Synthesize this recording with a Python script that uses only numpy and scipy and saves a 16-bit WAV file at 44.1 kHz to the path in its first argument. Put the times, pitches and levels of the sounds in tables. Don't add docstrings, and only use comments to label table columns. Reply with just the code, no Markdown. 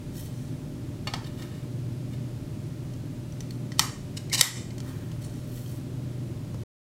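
import sys
import numpy as np
from scipy import signal
from scipy.fft import rfft, irfft
from scipy.io import wavfile
from scipy.ndimage import uniform_filter1d, minimum_filter1d

SR = 44100
rng = np.random.default_rng(int(sys.argv[2]) if len(sys.argv) > 2 else 0)


def inscribe(sig):
    pcm = np.round(np.clip(np.atleast_2d(sig).T, -1, 1) * 32767)
    wavfile.write(sys.argv[1], SR, pcm.astype(np.int16))


N = 302085
TIME = np.arange(N) / SR
RING_TIME = TIME[:SR * 3 // 4]

# pitch_hz, gain_db
AIR_TONE = [(15, -36), (35, -4), (60, -10.5), (100, -6.5), (160, 0.5), (220, -11.5), (280, -5), (360, -9),
            (410, -16), (600, -22), (750, -26.5), (1500, -32.5), (4000, -35.5), (9000, -40), (15500, -47)]
# pitch_hz, width_hz, boost_db
ROOM_BOOMS = [(86.3, 10, 9.5), (105.9, 2.8, 17.5), (121.2, 6.4, 10.5), (137, 11, -5.5), (204.3, 11, 8.5),
              (248.3, 30.7, 5)]
# pitch_hz, level_db
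MOTOR_NOTES = [(105.5, -61), (120, -71.5), (122.4, -40.5), (146.3, -45), (240, -53.5), (480, -71),
               (587, -61.5), (600, -62.5), (614, -65.5), (1394, -78.5)]
# middle_s, length_s, level_db, airy_db (compared with level_db)
PALM_STROKES = [(0.172, .03, -54, -10), (0.204, 0.1, -52.5, 4), (0.264, 0.027, -62, -6),
                (0.385, 0.37, -60.5, -13), (4.887, 0.029, -54, -5), (5.22, .015, -52.5, -2),
                (5.253, 0.055, -52.5, -12), (5.36, 0.14, -58, -11), (5.57, 0.17, -57, 4),
                (5.732, 0.13, -57.5, 1)]
# pitch_hz, gain_db
PALM_TONE = [(500, -28), (1900, 1), (3200, 2), (5000, 1.5), (6100, 4), (9500, 6.5), (13000, -4.5),
             (16000, -8)]
# pitch_hz, gain_db
PALM_AIRY_TONE = [(3000, -24.5), (8000, -8.5), (11000, -1), (14000, -3.5), (16000, -4)]
# middle_s, length_s, level_db
GRIP_SHIFTS = [(1.42, 0.11, -52.5), (4.89, 0.13, -52), (5.04, 0.27, -58.5)]
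# pitch_hz, gain_db
GRIP_TONE = [(400, 4), (1150, 1), (2300, -1), (4300, -11), (9000, -13)]
# start_s, level_db, hardness (0 to 1), bass_hz, bass_db,
# ping_hz, ping_db (the touched rim's note), short_share (the short tube's part of the ring, 0 to 1)
TUBE_HITS = [(1.0713, -28.5, 0, 640, 16, 4440, 2, 1), (1.137, -26, 0.05, 840, 15.5, 3280, 4.5, 0.5),
             (1.243, -47, 0, 700, 8, 4500, -1, .4), (1.422, -43.5, 0.1, 800, -8, 3600, -1, 0.54),
             (2.936, -52, 0.5, 900, -7, 4400, -8, 0), (3.323, -49.5, 1, 900, -19, 5900, 16, 0),
             (3.4054, -39, 0.64, 1200, -9, 6000, 5, 0), (3.5071, -40.5, 1, 1200, 8, 4380, 14, 0),
             (3.719, -39, 0.32, 1200, 8, 1950, 11.5, 0.1), (3.7933, -12, 0.67, 970, 11, 5850, -1.5, 0.06),
             (4.2976, -43, 0.5, 1200, -7, 4100, 4, 0), (4.346, -22.5, 0.9, 1200, -25.5, 4070, 13, 0.2),
             (4.4106, -2.1, 0.87, 520, 0, 3830, 1.5, 0.13), (4.706, -47, 0.3, 900, -5, 2130, 4, 0.1),
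             (4.781, -44, 0.73, 1200, 5, 7100, -0.5, 0), (4.803, -42, 0.8, 900, 15, 6950, 2, 0.2),
             (5.1162, -48, 0.9, 900, 16, 2960, 3, 0), (5.573, -50, 0, 900, -11, 1930, -3, 0.16),
             (5.661, -50, 0.36, 900, -10, 3200, 9, 0), (6.5442, -43.5, 1, 560, 34, 1277, -4, 0)]
# pitch_hz, gain_db
CRACK_TONE = [(150, -36), (450, -2), (950, -9.5), (1300, -4), (1600, -9.5), (1900, -2), (2600, -5.5),
              (3200, 0), (5500, 1), (8400, 1), (10000, -8), (13000, -9), (16000, -13)]
# pitch_hz, gain_db, ring_s (time to fade by 60 dB)
LONG_TUBE_NOTES = [(893, -8, .05), (1295, -16.5, .05), (1930, 1, 0.063), (2440, -3.5, .04),
                   (3080, 3.5, 0.05), (3600, -6.5, .05), (3750, -7.5, .025), (4436, 7, 0.032),
                   (5330, 4.5, 0.038), (6040, 5.5, .03), (6350, 2, .03), (6960, -1.5, .03),
                   (7720, -3.5, 0.051), (8330, -7, 0.045), (9800, -12, .035), (10150, -6.5, .04),
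                   (11100, -7.5, .02), (11900, -12.5, .04), (12500, -11.5, .02), (13700, -10.5, .04)]
# pitch_hz, gain_db, ring_s
SHORT_TUBE_NOTES = [(803, -14, .1), (1080, -11, .07), (1250, -3.5, 0.058), (1773, 1.5, 0.041),
                    (2180, -1, .09), (2390, -8, .1), (2850, 5, 0.046), (3600, -2, .07), (4480, -7, 0.035),
                    (5190, -5, .035), (7490, 3.5, .08)]
# pitch_hz, gain_db, ring_s
LINGERING_NOTES = [(1107, -26, .36), (1820, -22, .45), (1916, -22, 0.31), (2410, -31.5, 0.87),
                   (3015, -19, .45), (3095, -21.5, 0.5), (3620, -30.5, 0.63), (4640, -20.5, .4),
                   (6070, -30.5, .45), (6970, -26.5, .45), (7700, -28, .4), (8870, -34.5, .25),
                   (10500, -23.5, 0.28), (13170, -29, .22)]
# middle_s, length_s, level_db
RIM_GRAZES = [(1.27, 0.028, -48), (1.41, 0.078, -52), (1.55, 0.18, -57), (2.135, .04, -54)]
# pitch_hz, gain_db
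RIM_TONE = [(500, 2.5), (1800, -1), (2600, -8), (3600, -1), (4500, -2), (5600, -7.68), (10000, -12)]
# full_force_s, hold_s, level_db
TUBE_PUSHES = [(3.786, 0.0022, -40.5), (4.173, 0.0024, -33.5), (4.330, 0.023, -24), (4.379, 0.026, -27)]
# pitch_hz, gain_db
SCRAPE_TONE = [(400, -18.5), (680, -13), (1000, -3.5), (1420, -19), (2100, 0.5), (2450, -7), (2850, 2),
               (3300, -2), (4000, 8.5), (4500, -2), (5500, 0.5), (8300, 1.5), (9600, -7), (13000, -14.5),
               (16000, -21)]
# middle_s, length_s, pitch_hz, level_db
SQUEAK_NOTES = [(4.32, .02, 2180, -33.5), (5.25, 0.043, 9500, -56), (5.73, .09, 9470, -59)]
# delay_s, gain_db
NEAR_ECHOES = [(.0038, -11), (0.013, -17), (0.0236, -28.5), (.0292, -25.5)]
# pitch_hz, gain_db
WALL_TONE = [(500, -2.5), (950, 5.5), (1500, 6.5), (2200, 7), (3300, 0.5), (9000, -1), (13000, 7),
             (16000, -2.5)]
# pitch_hz, ring_s
ROOM_RING = [(200, .5), (1200, 0.39), (3500, 0.38), (8000, 0.45), (12000, 0.27), (16000, 0.16)]


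def amp(db):
    return 10 ** (np.asarray(db) / 20)


def unit(x):
    return x / np.sqrt(np.mean(x ** 2) + 1e-20)


def read(points, hz):
    pitches, values = np.transpose(points)
    return np.interp(np.log(hz + 1), np.log(pitches + 1), values)


def add(mix, start_s, sound):
    part = mix[round(start_s * SR):][:len(sound)]
    part += sound[:len(part)]


def colour(x, tone, size=2048):
    log_gain = np.log(amp(read(tone, abs(np.fft.fftfreq(size, 1 / SR)))))
    taps = np.fft.ifft(np.exp(np.conj(signal.hilbert(log_gain)))).real
    return signal.oaconvolve(x, taps[:size // 2])[:len(x)]


def drift(hz):
    keep_slow = np.exp(-(np.fft.rfftfreq(N, 1 / SR) / hz) ** 2)
    return unit(irfft(rfft(rng.standard_normal(N)) * keep_slow, N))


def ventilation(air_db=-37, wander_cycles=0.039):
    hz = np.fft.rfftfreq(N, 1 / SR)
    boost = 1 + sum(amp(db) ** 2 / (1 + (2 * (hz - pitch) / width) ** 2) ** 2
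                    for pitch, width, db in ROOM_BOOMS)
    air = unit(irfft(rfft(rng.standard_normal(N)) * amp(read(AIR_TONE, hz)) * np.sqrt(boost), N))
    hum = sum(amp(db) * np.sin(2 * np.pi * (pitch * TIME + wander_cycles * drift(9.8)))
              for pitch, db in MOTOR_NOTES)
    return amp(air_db) * air + np.sqrt(2) * hum


def slips(per_s, spread_db):
    clicks = (rng.random(N) < per_s / SR) * rng.choice([-1, 1], N)
    return clicks * amp(spread_db * np.minimum(rng.exponential(1, N), 4))


def stroking(strokes, shape=1.5):
    return sum(amp(db) * np.exp(-np.minimum(abs(2 * (TIME - middle_s) / length_s) ** shape, 20))
               for middle_s, length_s, db in strokes)


def ringing(notes, detune, ring_share=1):
    hz, db, ring_s = np.transpose(notes)[:, :, None]
    shift, sign = rng.uniform(-1, 1, (2, len(notes), 1))
    fade = np.exp(-np.log(1000) * RING_TIME / (ring_s * ring_share))
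    waves = np.sin(2 * np.pi * hz * (1 + detune * shift) * RING_TIME)
    return (np.sign(sign) * amp(db) * fade * waves).sum(0)


def through_tube(rub, ring_db, ring_share=0.3, notes=LONG_TUBE_NOTES):
    ring = signal.oaconvolve(rub, ringing(notes, detune=0.002, ring_share=ring_share))[:N]
    return unit(unit(rub) + amp(ring_db) * unit(ring))


def hands(uneven_db=1.0):
    slide = slips(per_s=2200, spread_db=3.5)
    rub = rng.standard_normal(N)
    pressure = amp(uneven_db * drift(70))
    hiss = unit(colour(through_tube(slide, ring_db=-4, ring_share=1), PALM_TONE))
    airy = unit(colour(slide, PALM_AIRY_TONE))
    dull = unit(colour(through_tube(rub, ring_db=-9), GRIP_TONE))
    palms = sum(stroking([(middle_s, length_s, db)]) * (hiss + amp(airy_db) * airy)
                for middle_s, length_s, db, airy_db in PALM_STROKES)
    return pressure * (palms + stroking(GRIP_SHIFTS) * dull)


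def blend(soft, hard, hardness):
    return soft + (hard - soft) * hardness


def knock_tone(hardness, bass_hz, bass_db):
    corner_hz = blend(4500, 7000, hardness)
    treble_db = blend(-10.5, 4, hardness)
    top_db = treble_db + blend(-0.5, -1, hardness)
    return [(bass_hz * 0.43, bass_db - 23), (bass_hz, bass_db), (2000, 0),
            (corner_hz, 0), (corner_hz * 1.6, treble_db), (15000, top_db)]


def knocks(rise_s=0.0003, onset_samples=176):
    direct, to_room = np.zeros((2, N))
    t = RING_TIME
    attack = 1 - np.exp(-t / rise_s)
    for start_s, level_db, hardness, bass_hz, bass_db, ping_hz, ping_db, short_share in TUBE_HITS:
        contact_s = np.exp(blend(np.log(0.0083), np.log(0.0019), hardness))
        ping_s = np.exp(blend(np.log(0.0077), np.log(0.0029), hardness))
        ring_share = blend(1, 0.44, hardness)
        crack = colour(rng.choice([-1, 1], len(t)) * attack * np.exp(-t / contact_s), CRACK_TONE)
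        crack /= crack[:onset_samples].std()
        ping = amp(ping_db) * np.exp(-t / ping_s) * np.sin(2 * np.pi * ping_hz * t)
        long_tube = (1 - short_share) * ringing(LONG_TUBE_NOTES, detune=0.0056, ring_share=ring_share)
        short_tube = short_share * ringing(SHORT_TUBE_NOTES, detune=0.004, ring_share=ring_share)
        tubes = amp(blend(-3, -5, hardness)) * (long_tube + short_tube)
        lingering = amp(-12) * ringing(LINGERING_NOTES, detune=0.00097)
        tone = knock_tone(hardness, bass_hz, bass_db)
        knock = colour(crack + attack * (ping + tubes + lingering), tone)
        knock *= amp(level_db) / knock[:onset_samples].std()
        add(direct, start_s, knock)
        smooth_click = colour(colour(1.0 * (t == 0), CRACK_TONE), tone)
        all_sides = unit(unit(smooth_click) + amp(-4) * unit(knock))
        add(to_room, start_s, amp(-7.5) * knock.std() * all_sides)
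    return direct, to_room


def rims():
    catches = slips(per_s=900, spread_db=2.5)
    graze = through_tube(catches, ring_db=-1, ring_share=0.45, notes=SHORT_TUBE_NOTES)
    return stroking(RIM_GRAZES) * unit(colour(graze, RIM_TONE))


def scrape(grab_db_per_s=2496, let_go_db_per_s=1698):
    rasp = through_tube(slips(per_s=3400, spread_db=1.5), ring_db=-9)
    force = np.zeros(N)
    for full_force_s, hold_s, level_db in TUBE_PUSHES:
        before_s = np.clip(full_force_s - TIME, 0, 1)
        after_s = np.clip(TIME - full_force_s - hold_s, 0, 1)
        force += amp(level_db - grab_db_per_s * before_s - let_go_db_per_s * after_s)
    return force * unit(colour(rasp, SCRAPE_TONE))


def squeaks(width_hz=87):
    out = np.zeros(N)
    for middle_s, length_s, pitch_hz, level_db in SQUEAK_NOTES:
        phase = 2 * np.pi * pitch_hz * TIME
        whistle = (drift(width_hz) * np.sin(phase) + drift(width_hz) * np.cos(phase)) / np.sqrt(2)
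        out += stroking([(middle_s, length_s, level_db)]) * whistle
    return out


def with_echoes(x):
    out = x.copy()
    for delay_s, db in NEAR_ECHOES:
        add(out, delay_s, amp(db) * x)
    return out


def room(x, gap_s=0.018, build_s=0.0008):
    hz, t, noise = signal.stft(rng.standard_normal(SR), SR, nperseg=256)
    fade = np.exp(-np.log(1000) * t / read(ROOM_RING, hz)[:, None])
    tail = signal.istft(noise * fade, SR, nperseg=256)[1][:SR]
    tail *= 1 - np.exp(-np.maximum(TIME[:SR] - gap_s, 0) / build_s)
    return amp(-6) * signal.oaconvolve(colour(x, WALL_TONE), tail / np.linalg.norm(tail))[:N]


def scene():
    hits, hits_to_room = knocks()
    rubbing = scrape() + rims() + squeaks() + hands()
    room_tail = room(hits_to_room + amp(-7) * rubbing)
    return (with_echoes(hits + rubbing) + room_tail + ventilation())[None]


def record(dry, limit_db=-9, recover_db_per_s=150, hold_samples=5200, stop_s=6.636, cutoff_hz=15850):
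    level_db = 10 * np.log10(abs(uniform_filter1d(dry[0] ** 2, 176)) + 1e-12)
    over_db = np.maximum(level_db - limit_db, 0)
    held_db = -minimum_filter1d(-over_db, hold_samples, origin=(hold_samples - 1) // 2)
    recovery_db = TIME * recover_db_per_s
    dip_db = np.maximum.accumulate(held_db + recovery_db) - recovery_db
    limited = np.clip(dry * amp(-dip_db), -1, 1)
    sudden_stop = np.clip((stop_s - TIME) / 0.00088, 0, 1)
    treble_cut = signal.firwin(511, cutoff_hz, window=("kaiser", 9), fs=SR)
    return signal.oaconvolve(limited * sudden_stop, treble_cut[None], "same")


dry = scene()
out = record(dry)
inscribe(out)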